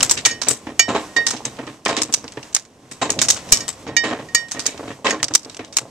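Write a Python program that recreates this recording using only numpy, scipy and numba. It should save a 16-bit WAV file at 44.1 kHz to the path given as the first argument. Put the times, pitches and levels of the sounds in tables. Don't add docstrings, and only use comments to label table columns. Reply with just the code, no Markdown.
import sys
import numpy as np
from scipy import signal
from scipy.fft import rfft, irfft
from scipy.io import wavfile
from scipy.ndimage import uniform_filter1d
from numba import njit

SR = 44100
rng = np.random.default_rng(int(sys.argv[2]) if len(sys.argv) > 2 else 0)


def put_to_file(sound):
    columns = np.atleast_2d(sound).T
    safe = np.clip(columns, -1, 1)
    whole_steps = np.round(safe * 32767)
    wavfile.write(sys.argv[1], SR, whole_steps.astype(np.int16))


N = 260190


def undb(db):
    return 10 ** (np.asarray(db) / 20)


def band(x, hz, width_hz):
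    b, a = signal.iirpeak(hz, hz / width_hz, fs=SR)
    return signal.lfilter(b, a, x)


def decay(length_s, t60_s, rise_s):
    t = np.arange(int(length_s * SR)) / SR
    return (1 - np.exp(-t / rise_s)) * 1000. ** (-t / t60_s)


def peak(x, db):
    return x * undb(db) / np.abs(x).max()


def pan_gains(db):
    return undb([[db / 2], [-db / 2]])


def add(out, start_s, x):
    i = int(start_s * SR)
    out[:, i:i + x.shape[1]] += x[:, :N - i]


def pair(size, alike):
    mid, side = rng.standard_normal((2, size))
    return np.sqrt(1 + alike) * mid + np.sqrt(1 - alike) * side * np.array([[1], [-1]])


def coloured(points, alike):
    hz, db = np.transpose(points)
    f = np.maximum(np.arange(N // 2 + 1) * SR / N, 1)
    spectrum_db = np.interp(np.log(f), np.log(hz), db, right=-99)
    x = irfft(rfft(pair(N, alike)) * undb(spectrum_db), N)
    return x / x.std()


def slewed(steps, hold, window):
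    return uniform_filter1d(np.repeat(rng.standard_normal(steps), hold), window)


def walk(rate_hz):
    k = int(SR / rate_hz)
    return uniform_filter1d(slewed(N // k + 1, k, k), k)[:N]


def ring(hz, db, t60_s, chance, size):
    t = np.arange(size) / SR
    beat = 1 + 0.18 * np.cos(2 * np.pi * 0.0051 * hz * t + np.pi * chance[3])
    level = undb(db) * beat * 1000. ** (-t / t60_s) * (1 - np.exp(-t / 0.00067))
    skew_rad, tilt_db = .4 * chance[1] * hz / 4000, 1.5 * chance[2]
    sides = []
    for side in (-1, 1):
        tone = np.sin(2 * np.pi * hz * t + np.pi * chance[0] + side * skew_rad)
        sides.append((level * undb(side * tilt_db) * tone).sum(0))
    return np.array(sides)


# (time [s], strength [dB], centre [Hz], body re strength [dB],
# afterglow re first hit [dB])
PAWL_CLICKS = [(.0054, -1.5, 3000, -6, -11), (0.0288, 8, 7280, -11.5, -18.5), (0.0956, -3, 6800, -10, -4),
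               (0.1111, 8.5, 7600, -14.5, -18), (.174, -8, 2670, -9, -5), (0.251, 3.5, 3640, -17, -14),
               (0.2582, 3.5, 6400, -5, -13), (0.4157, -5.5, 5760, -8, 3), (0.4852, 7.5, 8120, -34, -12),
               (0.5095, -1.5, 7060, -21, -13), (0.7952, -5.5, 6500, 5, -21.5), (1.266, 0, 5200, -11, -4.5),
               (1.305, -10.5, 6660, -30, -22), (1.3086, -6.5, 6350, -8, -11.5),
               (1.3646, -18.5, 3030, -20, -4), (1.4529, -7, 6300, -9, -19.5), (1.568, -26, 2530, -24, -17),
               (1.668, -24, 2800, -16, -20), (1.8515, -11.5, 7100, -13, -12), (1.8582, -19, 3060, 5.5, -31),
               (1.881, -11.5, 5140, -7, 2), (1.9665, -5.5, 3500, -5.5, 8), (2.0184, 0.5, 5500, -10.5, -22),
               (2.0331, -2.5, 6940, -19, -29), (2.1254, -7.5, 6300, -22, -15),
               (2.1392, 6.5, 6050, -16.5, -24), (2.2417, -22, 4770, -32, -29), (2.279, -17, 2780, -14, -16),
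               (2.321, -27.5, 5200, -1, -11), (2.4292, -16.5, 2800, -20, -16), (2.5278, -27, 6210, -8, -4),
               (2.5478, 4.5, 6660, -16, -32), (2.5642, -4, 6960, -7, -19), (2.6513, -32.5, 6830, -5.5, -20),
               (2.913, -18, 8030, -13, 0), (3.1029, 5, 6640, -18.5, -15.5), (3.1898, 0, 2820, -17, -15),
               (3.2158, 4.5, 6700, -11.5, -11), (3.2492, -14, 6750, -6, -17), (3.2849, 0.5, 5840, -13, -3),
               (3.3022, 10, 6580, -19, -18), (3.3614, -21, 2660, 0.5, 14), (3.489, -28.5, 5140, 1, -2),
               (3.5225, 18, 5340, -18, -21.5), (3.6073, -18, 5450, -16, -12), (3.68, -6.5, 7700, -10, -2.5),
               (4.3484, 5.5, 6900, -10.5, -25), (4.4837, -31, 7650, -1, -5), (4.5124, -12, 6700, -13, -23),
               (4.5179, -5, 6550, -13, -14), (4.594, -8, 4900, -9, -9), (4.656, -16.5, 4280, -4, -6),
               (4.6639, 3.5, 6720, -22, -19.5), (4.7764, -20.5, 2630, -11, -10),
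               (5.098, -12, 5200, -5, -14), (5.107, -6, 6500, -4, -19), (5.2295, 0, 6640, -5.5, -32),
               (5.242, -0.5, 4780, -17, -27.5), (5.283, -14.5, 5040, -5.5, -27),
               (5.338, -1.5, 5150, -23, -15), (5.3507, 12.5, 5830, -16.5, -35),
               (5.4315, -25, 5300, -26, -30), (5.448, -16.5, 4650, -29, -38),
               (5.497, -19.5, 3800, -12, -12), (5.546, -24.5, 4720, -0.5, -28),
               (5.5678, -25, 5910, 0.5, -29), (5.647, -18.5, 3000, -19, -6), (5.7253, -21.5, 5760, -12, 12),
               (5.7692, 9, 6920, -15.5, -35), (5.785, -7.5, 7600, -2, -22.5)]
LATCH_MODES = [(-8.5, 0.14), (-5, 0.032), (-14.5, 0.11), (-19, 0.027), (-39, 0.022), (-21, 0.06),
               (-41, 0.023), (-25.5, 0.02)]
LATCH_MODE_HZ = [3779, 4737, 5179, 5884, 6315, 7714, 8091, 8624]
CLICK_T60_AT_0DB_S, LOG_T60_PER_DB = 0.015, -0.0025
CLICK_PAN_DB, PAN_SCATTER_DB = 0.3, 2.5
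LATCH_DB, LATCH_PER_GLOW = -22, 0.57
AIR_DB, AIR_PER_DB, AIR_T60_S = -34, 0.9, 0.099
SCRAPE_S = .004


def click_shape(db, glow_db):
    hit = decay(.3, CLICK_T60_AT_0DB_S * np.exp(LOG_T60_PER_DB * db), 0.0001)
    gap, loss = rng.random(2)
    bounce = undb(-7 - 12 * loss) * np.roll(hit, int((.004 + .002 * gap) * SR))
    glow = bounce + undb(glow_db) * decay(.3, 0.17, 0.00014)
    patter = undb(4 * slewed(250, 60, 40)[:len(hit)])
    scrape = undb(-22) * np.linspace(0, 1, int(SCRAPE_S * SR))
    return np.r_[scrape, hit + glow * patter]


def clicks():
    out, lead = np.zeros((2, N)), int(SCRAPE_S * SR)
    latch_hz = np.array(LATCH_MODE_HZ)[:, None]
    modes_db, modes_t60_s = (c[:, None] for c in np.transpose(LATCH_MODES))
    for s, db, hz, body_db, glow_db in PAWL_CLICKS:
        ring_db, air_db = LATCH_DB + LATCH_PER_GLOW * glow_db, AIR_DB + AIR_PER_DB * db
        pan = pan_gains(CLICK_PAN_DB + PAN_SCATTER_DB * rng.standard_normal())
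        shape = click_shape(db, glow_db)
        noise = pair(len(shape), 0.09) * shape

        tick = band(band(noise, hz, 1.4 * hz), hz, 1.4 * hz)
        tick = tick + undb(4.5) * band(noise, hz, 0.032 * hz)

        shimmer = pair(len(shape), 0.26) * np.r_[np.zeros(lead), decay(.3, AIR_T60_S, .001)]
        air = band(band(noise + undb(-12) * shimmer, 11900, 4000), 11700, 4000)

        body = band(band(pair(len(shape), 0.87) * shape, 1400, 4700), 1550, 5000)

        chance = rng.standard_normal((5, len(LATCH_MODES), 1))
        latch_db = db + ring_db + modes_db + 0.83 * chance[4]
        latch = ring(latch_hz, latch_db, modes_t60_s, chance, size=SR // 4)

        click = peak(tick, db - 7.5) + peak(body, db + body_db) + peak(air, db + air_db)
        add(out, s - lead / SR, click * pan)
        add(out, s, latch * pan)
    return out


# (time [s], level [dB], landing [0 middle - 1 edge], brightness [dB/octave])
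STEEL_BLOWS = [(0.2525, -21.5, 0.71, 2.5), (0.3105, -32.5, 0.48, 7), (.794, -19, 1, 0.5),
               (1.0895, -47, .1, -6), (1.1646, -11, 0.0055, 1), (3.5223, -31.5, 0.99, 6),
               (3.6049, -38, .6, 7), (3.8757, -38, 0.42, 1.5), (3.9656, -11.5, 0.42, 2.5),
               (4.2858, -38.5, 0.17, -1), (4.3476, -17, 0.37, 6), (4.566, -35.5, 0.47, -10),
               (5.107, -35, 0.68, 4)]
STEEL_MODES = [(3, 0.28), (5, 0.12), (14, 0.085), (4, 0.3), (-2, 0.18), (-3, 0.066), (2.5, 0.14),
               (-7.5, 0.09), (-8, 0.2), (-8.5, 0.048), (-29.5, 0.037), (5, 0.073), (-21, 0.11), (-20, .15),
               (-26, 0.094), (-24, 0.071), (-28, .1)]
STEEL_MODE_HZ = [1864, 2336, 2919, 2999, 3714, 4386, 4613, 5170, 5558, 5905, 6158, 6604, 7100, 7720, 8926,
                 10600, 11560]
BLOW_POINTS_HZ = [1864, 2336, 2960, 3714, 4500, 5560, 6604]
MIDDLE_BLOW_DB = [-17, -31.5, -11.5, -19, -20, -27]
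EDGE_BLOW_DB = [4, -8, -7.5, -4.5, 2, 5.5]
STEEL_PAN_DB = -4


def steel():
    out, hz = np.zeros((2, N)), np.array(STEEL_MODE_HZ)[:, None]
    share_db, t60_s = (c[:, None] for c in np.transpose(STEEL_MODES))
    for s, db, edge, bright_db in STEEL_BLOWS:
        blow_db = (1 - edge) * np.array(MIDDLE_BLOW_DB) + edge * np.array(EDGE_BLOW_DB)
        landing_db = np.interp(hz, BLOW_POINTS_HZ, [0, *blow_db])
        size_db = db + share_db + landing_db + bright_db * np.log2(hz / hz[0])
        tone = ring(hz, size_db, t60_s, rng.standard_normal((4, len(STEEL_MODES), 1)), size=SR // 2)
        crack = band(pair(SR // 2, 0.47) * decay(.5, 0.063, 0.00048), 1300, 3300)
        clang = band(pair(SR // 2, 0.3) * decay(.5, 0.073, 0.0005), 5500, 6000)
        blow = tone + peak(crack, size_db.max() - 7) + peak(clang, size_db[3:].max() - 10)
        add(out, s, blow * pan_gains(STEEL_PAN_DB))
    return out


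# (time [s], peak [dB], rattle re thud [dB], t60 of the shaking [s],
# rattle brightness [dB/octave])
FRAME_THUDS = [(0.171, -30.5, 12, 0.13, 4.5), (.26, -23.5, 10, 0.32, -20), (.47, -15.5, -3.5, 0.2, 1.5),
               (.499, -19, 0.5, 0.15, 0), (0.669, -19, -7, 0.17, -19), (.882, -10, -8, 0.35, 4.5),
               (0.948, -7, -8, 0.23, 2), (1.163, -14.5, -8.5, 0.27, -7), (1.331, -18, -9, 0.19, 1),
               (1.451, -23.5, -0.5, .16, 6), (1.588, -16.5, -10, 0.16, -17), (1.629, -25.5, -9, 0.42, -8),
               (1.674, -21, -5.5, 0.18, -7), (1.862, -7.5, 3, 0.065, -21), (1.89, -9, -6.5, 0.23, 3),
               (1.97, -13.5, -3.5, 0.26, 1), (2.09, -23.5, -15, 0.13, -9), (2.172, -27.5, -10, 0.12, 1),
               (2.24, -24, -32, 0.11, 0), (2.373, -17.5, -9, 0.1, -14), (2.828, -36, -20, 0.32, -4),
               (2.913, -28.5, 2, 0.1, -2), (3.016, -8.5, -5, 0.2, 7), (3.094, -16.5, -2, 0.24, -4),
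               (3.867, -17, -9.5, 0.34, -3), (4.038, -11.5, -3.5, 0.29, 2), (4.111, -12, -8, .2, -28),
               (4.19, -21, -7, 0.16, -15), (4.548, -22.5, -2.5, 0.29, -6), (4.659, -22, 1.5, 0.27, 1),
               (4.794, -19, -18, 0.12, -12), (4.829, -23.5, -14, 0.31, 2), (4.877, -21, -6, 0.17, 1),
               (4.905, -23.5, -2.5, 0.074, -32), (4.918, -34, 3, 0.09, -26), (5.046, -6, -9.5, 0.33, 6),
               (5.066, -14, 10.5, 0.13, -14), (5.108, -19, 9.5, 0.053, -32), (5.126, -12.5, -15, 0.22, -18),
               (5.199, -29.5, 3, 0.075, -22), (5.23, -23.5, -27, 0.17, -2), (5.306, -21, -15, 0.15, 7),
               (5.459, -24.5, -33, .25, 0), (5.593, -20, -5, 0.17, -14), (5.817, -27, -23, 0.06, -3)]
# (centre [Hz], width in a thud [Hz], level before tilt [dB])
FRAME_MODES = [(129.6, 32, -11.5), (267.4, 64, 2), (310.2, 8.4, 5), (412.5, 47, 2.5), (450.3, 32, 5),
               (553, 75, 4.5), (664, 34, 5), (840, 290, 2.5), (1036, 36, 9), (1580, 160, -1)]
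# (centre [Hz], width [Hz], level before tilt [dB])
LOOSE_PARTS = [(1892, 187, 7.5), (2298, 590, 8.5), (2603, 59, 3.5), (2890, 480, 1.5), (3788, 103, 8),
               (4360, 200, -1), (5070, 400, -6), (6250, 820, -10.5), (7270, 27, -1), (7930, 260, -15)]
THUD_DB_PER_OCT, THUD_TILT_PER_DB = 1, 0.62


def frame():
    out = np.zeros((2, N))
    for s, db, rattle_db, t60_s, sharp_db in FRAME_THUDS:
        bright_db = THUD_DB_PER_OCT + THUD_TILT_PER_DB * db
        shape = decay(.45, t60_s, 0.0014)
        knocks = shape * undb(3.8 * slewed(200, 100, 100)[:len(shape)])
        low, high = pair(len(shape), 0.99) * knocks, pair(len(shape), 0.3) * knocks
        thud = sum(undb(g + bright_db * np.log2(f / 450)) * band(low, f, w)
                   for f, w, g in FRAME_MODES)
        thud = band(band(thud, 440, 2130), 440, 2130)
        rattle = sum(undb(g + sharp_db * np.log2(f / 2500)) * band(band(high, f, 4 * w), f, w)
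                     for f, w, g in LOOSE_PARTS)
        add(out, s - .002, peak(thud, db) + peak(rattle, db + rattle_db))
    return out


# (time [s], rumble [dB], hiss [dB])
RUMBLE_HISS_LEVELS = [(0, -36, -35), (.45, -44, -50.5), (1.03, -45, -44.5), (1.4, -41.5, -46.5),
                      (1.9, -50, -51), (2.1, -44.5, -47.5), (2.8, -50.5, -53.5), (3, -49.5, -49),
                      (3.19, -31, -41.5), (3.4, -43.5, -46), (3.53, -37, -36.5), (3.75, -45.5, -52),
                      (4.06, -39.5, -49), (4.5, -47, -47), (4.75, -40.5, -48), (5.299, -51.5, -50),
                      (5.9, -45, -53.5)]
# (frequency [Hz], density [dB per Hz])
RUMBLE_SPECTRUM = [(15, -52), (25, -17), (102, 4), (186, 1.5), (253, 4), (368, -1), (444, -1), (743, -3),
                   (994, -12.5), (1500, -53), (1950, -19), (3300, -120)]
HISS_SPECTRUM = [(410, -1.5), (700, -4.5), (1050, 8), (1350, 0.5), (2860, -2.5), (4930, -9.5), (7890, -12),
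                 (9540, -9.5), (11700, -3), (14500, -14)]
MEAN_TAPS_PER_S = 45
TEETH_DB, TEETH_SPREAD_DB = -6, 6.5


def gear_teeth():
    taps = (rng.random(N) < MEAN_TAPS_PER_S / SR)
    taps = taps * undb(TEETH_SPREAD_DB * rng.standard_normal(N).clip(-2, 2))
    taps = uniform_filter1d(uniform_filter1d(taps, size=20), size=20)
    teeth = sum(undb(g + 4.9 * walk(3.03)) * band(taps, f, 0.53 * w) for f, w, g in FRAME_MODES)
    return teeth / teeth.std()


def rumble_and_hiss():
    s, rumble_db, hiss_db = np.transpose(RUMBLE_HISS_LEVELS)
    t = np.arange(N) / SR
    rumble = coloured(RUMBLE_SPECTRUM, 0.98) * undb(2 * walk(8.1)) + undb(TEETH_DB) * gear_teeth()
    hiss = coloured(HISS_SPECTRUM, .6) * undb(np.interp(t, s, hiss_db) + 3 * walk(14))
    return rumble * undb(np.interp(t, s, rumble_db)) + hiss


@njit
def walls(x, lags, gain, damp):
    line, soft, out = np.zeros((8, 4096)), np.zeros(8), np.zeros((2, len(x)))
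    for i in range(len(x)):
        total = 0.
        for k in range(8):
            soft[k] += (1 - damp) * (gain[k] * line[k, (i - lags[k]) & 4095] - soft[k])
            total += soft[k]
            out[k % 2, i] += soft[k]
        for k in range(8):
            line[k, i & 4095] = x[i] + soft[k] - total / 4
    return out


SHOP_T60_S, SHOP_DAMP, SHOP_DB = 0.15, 0.49, -31


def shop(press):
    lags = rng.integers(300, 1800, 8)
    gain = undb(-60 * lags / SR / SHOP_T60_S)
    return undb(SHOP_DB) * walls(press.mean(0) + 1e-18, lags, gain, SHOP_DAMP)


# (time [s], peak [dB], length [s])
LOW_THUMPS = [(0.102, -41, 0.0046), (0.785, -40, 0.012), (3.522, -5.5, 0.0087), (3.53, -14, 0.0061),
              (5.343, -45, 0.006)]


def low_thumps():
    out = np.zeros((2, N))
    for s, db, length_s in LOW_THUMPS:
        add(out, s, -undb(db) * np.hanning(int(length_s * SR)) * np.array([[1], [0]]))
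    return out


def port(x, hz, width_hz, upper_db, gain_db):
    w = 2 * np.pi * hz
    warped_fs = np.pi * hz / np.tan(np.pi * hz / SR)
    b, a = signal.bilinear([w * w], [1, 2 * np.pi * width_hz, w * w], warped_fs)
    cavity = signal.lfilter(b, a, x)
    return undb(gain_db) * (cavity - undb(upper_db) * band(x, 13400, 2600))


def scene():
    press = clicks() + steel() + frame()
    return press + shop(press) + rumble_and_hiss()


# (cavity resonance [Hz], width [Hz], upper resonance [dB], gain [dB])
MIC_PORTS = [(8000, 1700, -9, -1), (6050, 1700, -12, 0)]
LEFT_LAG_S, TOP_HZ = 4e-5, 14300


def record(dry):
    late = np.interp(np.arange(N) - LEFT_LAG_S * SR, np.arange(N), dry[0])
    ports = np.array([port(x, *p) for x, p in zip((late, dry[1]), MIC_PORTS)]) + low_thumps()
    lowpass = signal.ellip(6, .2, 30, TOP_HZ, fs=SR, output="sos")
    return signal.sosfilt(lowpass, np.clip(ports, -1, 1))


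dry = scene()
out = record(dry)
put_to_file(out)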